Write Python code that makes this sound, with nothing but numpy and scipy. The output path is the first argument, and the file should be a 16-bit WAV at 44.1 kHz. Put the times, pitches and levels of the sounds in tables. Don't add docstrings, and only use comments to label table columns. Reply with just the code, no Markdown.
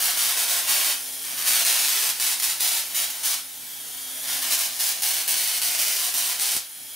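import sys
import numpy as np
from scipy import signal
from scipy.fft import rfft, irfft, next_fast_len
from scipy.io import wavfile
from scipy.ndimage import uniform_filter1d, map_coordinates

SR = 44100
rng = np.random.default_rng(int(sys.argv[2]) if len(sys.argv) > 2 else 0)


def unload_wav(signal):
    wavfile.write(
        sys.argv[1],
        SR,
        np.round(np.clip(np.atleast_2d(signal).T, -1, 1) * 32767).astype(np.int16),
    )


N = 306495
TOP_HZ = 15720

# start and end in seconds, level in dB.
STREAMERS = [(0.0, 0.945, -31), (1.236, 3.395, -34), (4.23, 6.575, -32)]


def amp(db):
    return 10 ** (np.asarray(db) / 20)


def unit(x):
    return x / np.sqrt(np.mean(x ** 2) + 1e-20)


def clock():
    return np.arange(N) / SR


def along(points, hz):
    freqs, values = np.transpose(points)
    return np.interp(np.log(hz + 1), np.log(freqs + 1), values)


def curves(rows):
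    times, *columns = np.transpose(rows)
    return [np.interp(clock(), times, column) for column in columns]


def wobble(rate):
    knots = rng.standard_normal(int(N * rate / SR) + 4)
    return map_coordinates(knots, [np.arange(N) * rate / SR])


def coloured(x, db_at):
    size = 2 * next_fast_len(N // 2 + SR // 4)
    cepstrum = irfft(np.log(amp(db_at(np.fft.rfftfreq(size, 1 / SR)))), size)
    cepstrum[1:size // 2] *= 2
    cepstrum[size // 2 + 1:] = 0
    return irfft(rfft(x, size) * np.exp(rfft(cepstrum)), size)[..., :N]


def diffuse(size):
    # frequency in Hz, left-right correlation.
    likeness = [(60, -0.24), (150, -0.51), (350, -0.61), (700, 0.48), (1400, 0.47), (3500, 0.73),
                (8000, 0.81), (15000, 0.29)]
    correlation = np.clip(along(likeness, np.fft.rfftfreq(size, 1 / SR)), -1, 1)
    angle = np.arccos(correlation) / 2
    noise = rfft(rng.standard_normal((2, size)))
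    mid, side = irfft(noise * [np.cos(angle), np.sin(angle)], size)
    return np.array([mid + side, mid - side])


def room_tail():
    # frequency in Hz, relative level in dB.
    reflection = [(300, -2.5), (5000, -2), (9000, 0.55), (15000, -1.5)]
    # frequency in Hz, seconds to fall by 60 dB.
    decay = [(150, 0.33), (1000, 0.3), (4000, 0.33), (9000, 0.2), (15000, 0.2)]
    hz, t, spectrum = signal.stft(diffuse(SR // 2), SR, nperseg=256)
    fade = amp(along(reflection, hz)[:, None] - 60 * t / along(decay, hz)[:, None])
    tail = signal.istft(spectrum * fade, SR, nperseg=256)[1]
    return tail / np.linalg.norm(tail[0])


def workshop(x, wet_db, steady=.24, patterns=22):
    hop = N // patterns + 1
    lasting = room_tail()
    wet = np.zeros((2, N + SR))
    for start in range(0, N, hop):
        tail = steady * lasting + np.sqrt(1 - steady ** 2) * room_tail()
        piece = signal.fftconvolve(x[None, start:start + hop], tail, axes=1)
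        wet[:, start:start + piece.shape[1]] += piece
    return (x + amp(wet_db) * wet[:, :N]) / np.hypot(1, amp(wet_db))


def machine_hum(note_hz=265, note_trim_db=-1.0, rumble_db=-57, rumble_follows=0.29):
    # time in seconds, level in dB.
    strength = [(0.0, -64), (1.64, -59.5), (2.24, -65), (3.54, -65), (4.53, -55.5), (4.61, -65.5),
                (6.95, -73)]
    # frequency in Hz, relative level in dB.
    rumble_tone = [(20, -16), (60, -7), (110, 1.5), (170, -3), (300, 3), (500, -14.5), (1000, -27),
                   (4000, -39)]
    strength_db, = curves(strength)
    phase = 2 * np.pi * np.cumsum(note_hz + 1.57 * wobble(9)) / SR
    note = unit(np.sin(phase)) * amp(strength_db + note_trim_db + 1.3 * wobble(6.3))
    rumble = coloured(diffuse(N), lambda hz: along(rumble_tone, hz))
    rumble = unit(rumble * amp(2.1 * wobble(12)))
    swell_db = rumble_follows * (strength_db - strength_db.mean())
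    return note + rumble * amp(rumble_db + swell_db)


def bumps(push_s=0.0004):
    # start in seconds, level in dB.
    knocks = [(6.552, -35), (6.568, -30)]
    push = np.zeros(N)
    for start, db in knocks:
        age = np.maximum(clock() - start, 0) / push_s
        push += amp(db) * np.e * age * (2 - age) * np.exp(-age)
    return workshop(push, wet_db=-6, patterns=1)


def sparks(rate, tone, scatter, spread_db, mains_db, unrest=.16, mains_hz=60):
    charge = np.cumsum(rate * np.exp(unrest * wobble(40))) / SR
    firings = np.arange(int(charge[-1]))
    late, size = rng.standard_normal((len(firings), 2)).T
    at = np.interp(firings + scatter * late, charge, np.arange(N)).astype(int)
    crest = np.cos(2 * np.pi * 2 * mains_hz * at / SR)
    clicks = np.bincount(at, amp(spread_db * np.clip(size, -2, 2) + mains_db * crest), N)
    power = np.abs(uniform_filter1d(clicks ** 2, size=SR // 20))
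    clicks = clicks / np.sqrt(power + 1e-9)
    return coloured(clicks - clicks.mean(), lambda hz: along(tone, hz) - 60 * (hz > TOP_HZ + 500))


def burning(start, end, attack_s=0.0011, release_s=0.0081):
    t = clock()
    attack = 1 - np.exp(-np.maximum(t - start, 0) / attack_s)
    return attack * np.exp(-np.maximum(t - end, 0) / release_s)


def spark_gap(whistle_db=-14.0, whistle_hz=3330, whistle_width_hz=340, build_s=.2):
    # time in seconds, level in dB.
    fader = [(0, -28), (1.1, -32), (3.5, -37), (4.2, -32), (4.7, -37.5), (6.3, -36), (6.68, -39.5),
             (6.95, -37)]
    # frequency in Hz, relative level in dB.
    hiss_tone = [(100, -33.5), (400, -9), (700, -7.5), (1200, -9), (1600, -6.5), (2600, -8.5), (3300, -3),
                 (4200, -4.5), (5800, -2.5), (8200, -5), (9500, 2.5), (11300, -1.5), (13500, 0.5),
                 (15500, -3)]
    level_db, = curves(fader)
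    hiss = unit(sparks(np.full(N, 2600), hiss_tone, scatter=.5, spread_db=4.5, mains_db=1.5))
    unloaded = 1 - np.max([burning(start, end) for start, end, _ in STREAMERS], axis=0)
    step = 1 / (build_s * SR)
    build_up = signal.lfilter([step], [1, step - 1], unloaded)
    phase = 2 * np.pi * whistle_hz * clock()
    whistle = unit(wobble(whistle_width_hz) * np.cos(phase) + wobble(whistle_width_hz) * np.sin(phase))
    mix = hiss + amp(whistle_db) * build_up * whistle
    return workshop(mix * amp(level_db + 0.12 * wobble(25)), wet_db=5.0)


def discharge(strike_db=2.5, settle_s=0.058, sag_db_per_s=3.5):
    # strike and break in seconds, base level in dB.
    strikes = [(0.0, 0.113, -24), (0.169, 0.322, -23.5), (0.365, 0.443, -24.5), (0.48, 0.6, -24),
               (0.673, 0.923, -22), (1.375, 1.455, -29.5), (1.456, 1.626, -20.5), (1.648, 2.107, -21),
               (2.196, 2.34, -23.5), (2.397, 2.404, -24.5), (2.421, 2.522, -24), (2.6, 2.804, -22.5),
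               (2.944, 3.046, -24), (3.101, 3.101, -23.5), (3.232, 3.344, -23.5), (4.28, 4.39, -28),
               (4.417, 4.51, -27), (4.502, 4.549, -21), (4.575, 4.66, -24.5), (4.791, 4.922, -23.5),
               (5.019, 5.215, -23.7), (5.275, 5.58, -23), (5.615, 5.787, -24.5), (5.786, 6.09, -23),
               (6.138, 6.328, -24), (6.39, 6.574, -23.5)]
    level = np.max([amp(db) * burning(start, end) for start, end, db in STREAMERS], axis=0)
    fresh = np.zeros(N)
    for start, end, db in strikes:
        age = np.maximum(clock() - start, 0)
        flare = np.exp(-age / settle_s)
        arc = burning(start, end) * amp(db + strike_db * flare - sag_db_per_s * age)
        fresh = np.where(arc > level, flare, fresh)
        level = np.maximum(level, arc)
    return level, fresh


def arcs(trim_db=0.22, snap_db=1.5, full_arc_db=-24, body_per_db=5.5, ring_hz=2950, ring_width_hz=150):
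    # time in seconds, mean sparks per second, body gain in dB, ring gain in dB.
    burn = [(0.5, 1370, 3, -1), (1.6, 1350, 1.5, 0.5), (2.6, 980, -2.5, -0.5), (4.35, 1006, 0.5, 6),
            (4.7, 620, -3.5, 2), (6.6, 582, -2.5, 1)]
    # frequency in Hz, relative level in dB.
    crackle_tone = [(60, -57), (200, -13.5), (400, -10.5), (540, -12.5), (660, -5.5), (1150, -4.5),
                    (1650, -3.5), (3000, -0.5), (5500, 1.5), (8200, -1), (9600, 2), (12000, -1.3),
                    (15500, -1)]
    level, fresh = discharge()
    rate, body_db, ring_db = curves(burn)
    weaker_db = full_arc_db - 20 * np.log10(level + 1e-9)
    body_db = body_db + np.clip(body_per_db * weaker_db, 0, 3)
    crackle = sparks(rate, crackle_tone, scatter=.26, spread_db=3.0, mains_db=2.5)
    body = signal.sosfilt(signal.butter(1, 2000, fs=SR, output="sos"), crackle)
    edge = signal.sosfilt(signal.butter(1, 11000, "high", fs=SR, output="sos"), crackle)
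    ring = signal.lfilter(*signal.iirpeak(ring_hz, ring_hz / ring_width_hz, fs=SR), crackle)
    edge_db = snap_db * fresh + 3 * np.clip(wobble(600), -2, 2) + 0.5
    for band, gain_db in (body, body_db), (edge, edge_db), (ring, ring_db):
        crackle = crackle + (amp(gain_db) - 1) * band
    return workshop(unit(crackle) * level * amp(trim_db + 0.25 * wobble(45)), wet_db=2.5)


def scene():
    return arcs() + spark_gap() + machine_hum() + bumps()


def record(dry):
    # centre in Hz, width in Hz, gain in dB.
    bells = [(480, 40, 3.5), (635, 40, 2.5), (716, 35, 3), (1200, 110, -3), (1635, 50, 2.5),
             (2280, 70, 4.5), (3030, 110, 3), (4580, 60, 2), (7500, 80, -11)]

    def eq_db(hz):
        return sum(db / (1 + (2 * (hz - centre) / width) ** 2) for centre, width, db in bells)

    size = next_fast_len(N + SR // 2)
    passband = np.fft.rfftfreq(size, 1 / SR) < TOP_HZ
    return irfft(rfft(coloured(dry, eq_db), size) * passband, size)[:, :N]


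dry = scene()
out = record(dry)
unload_wav(out)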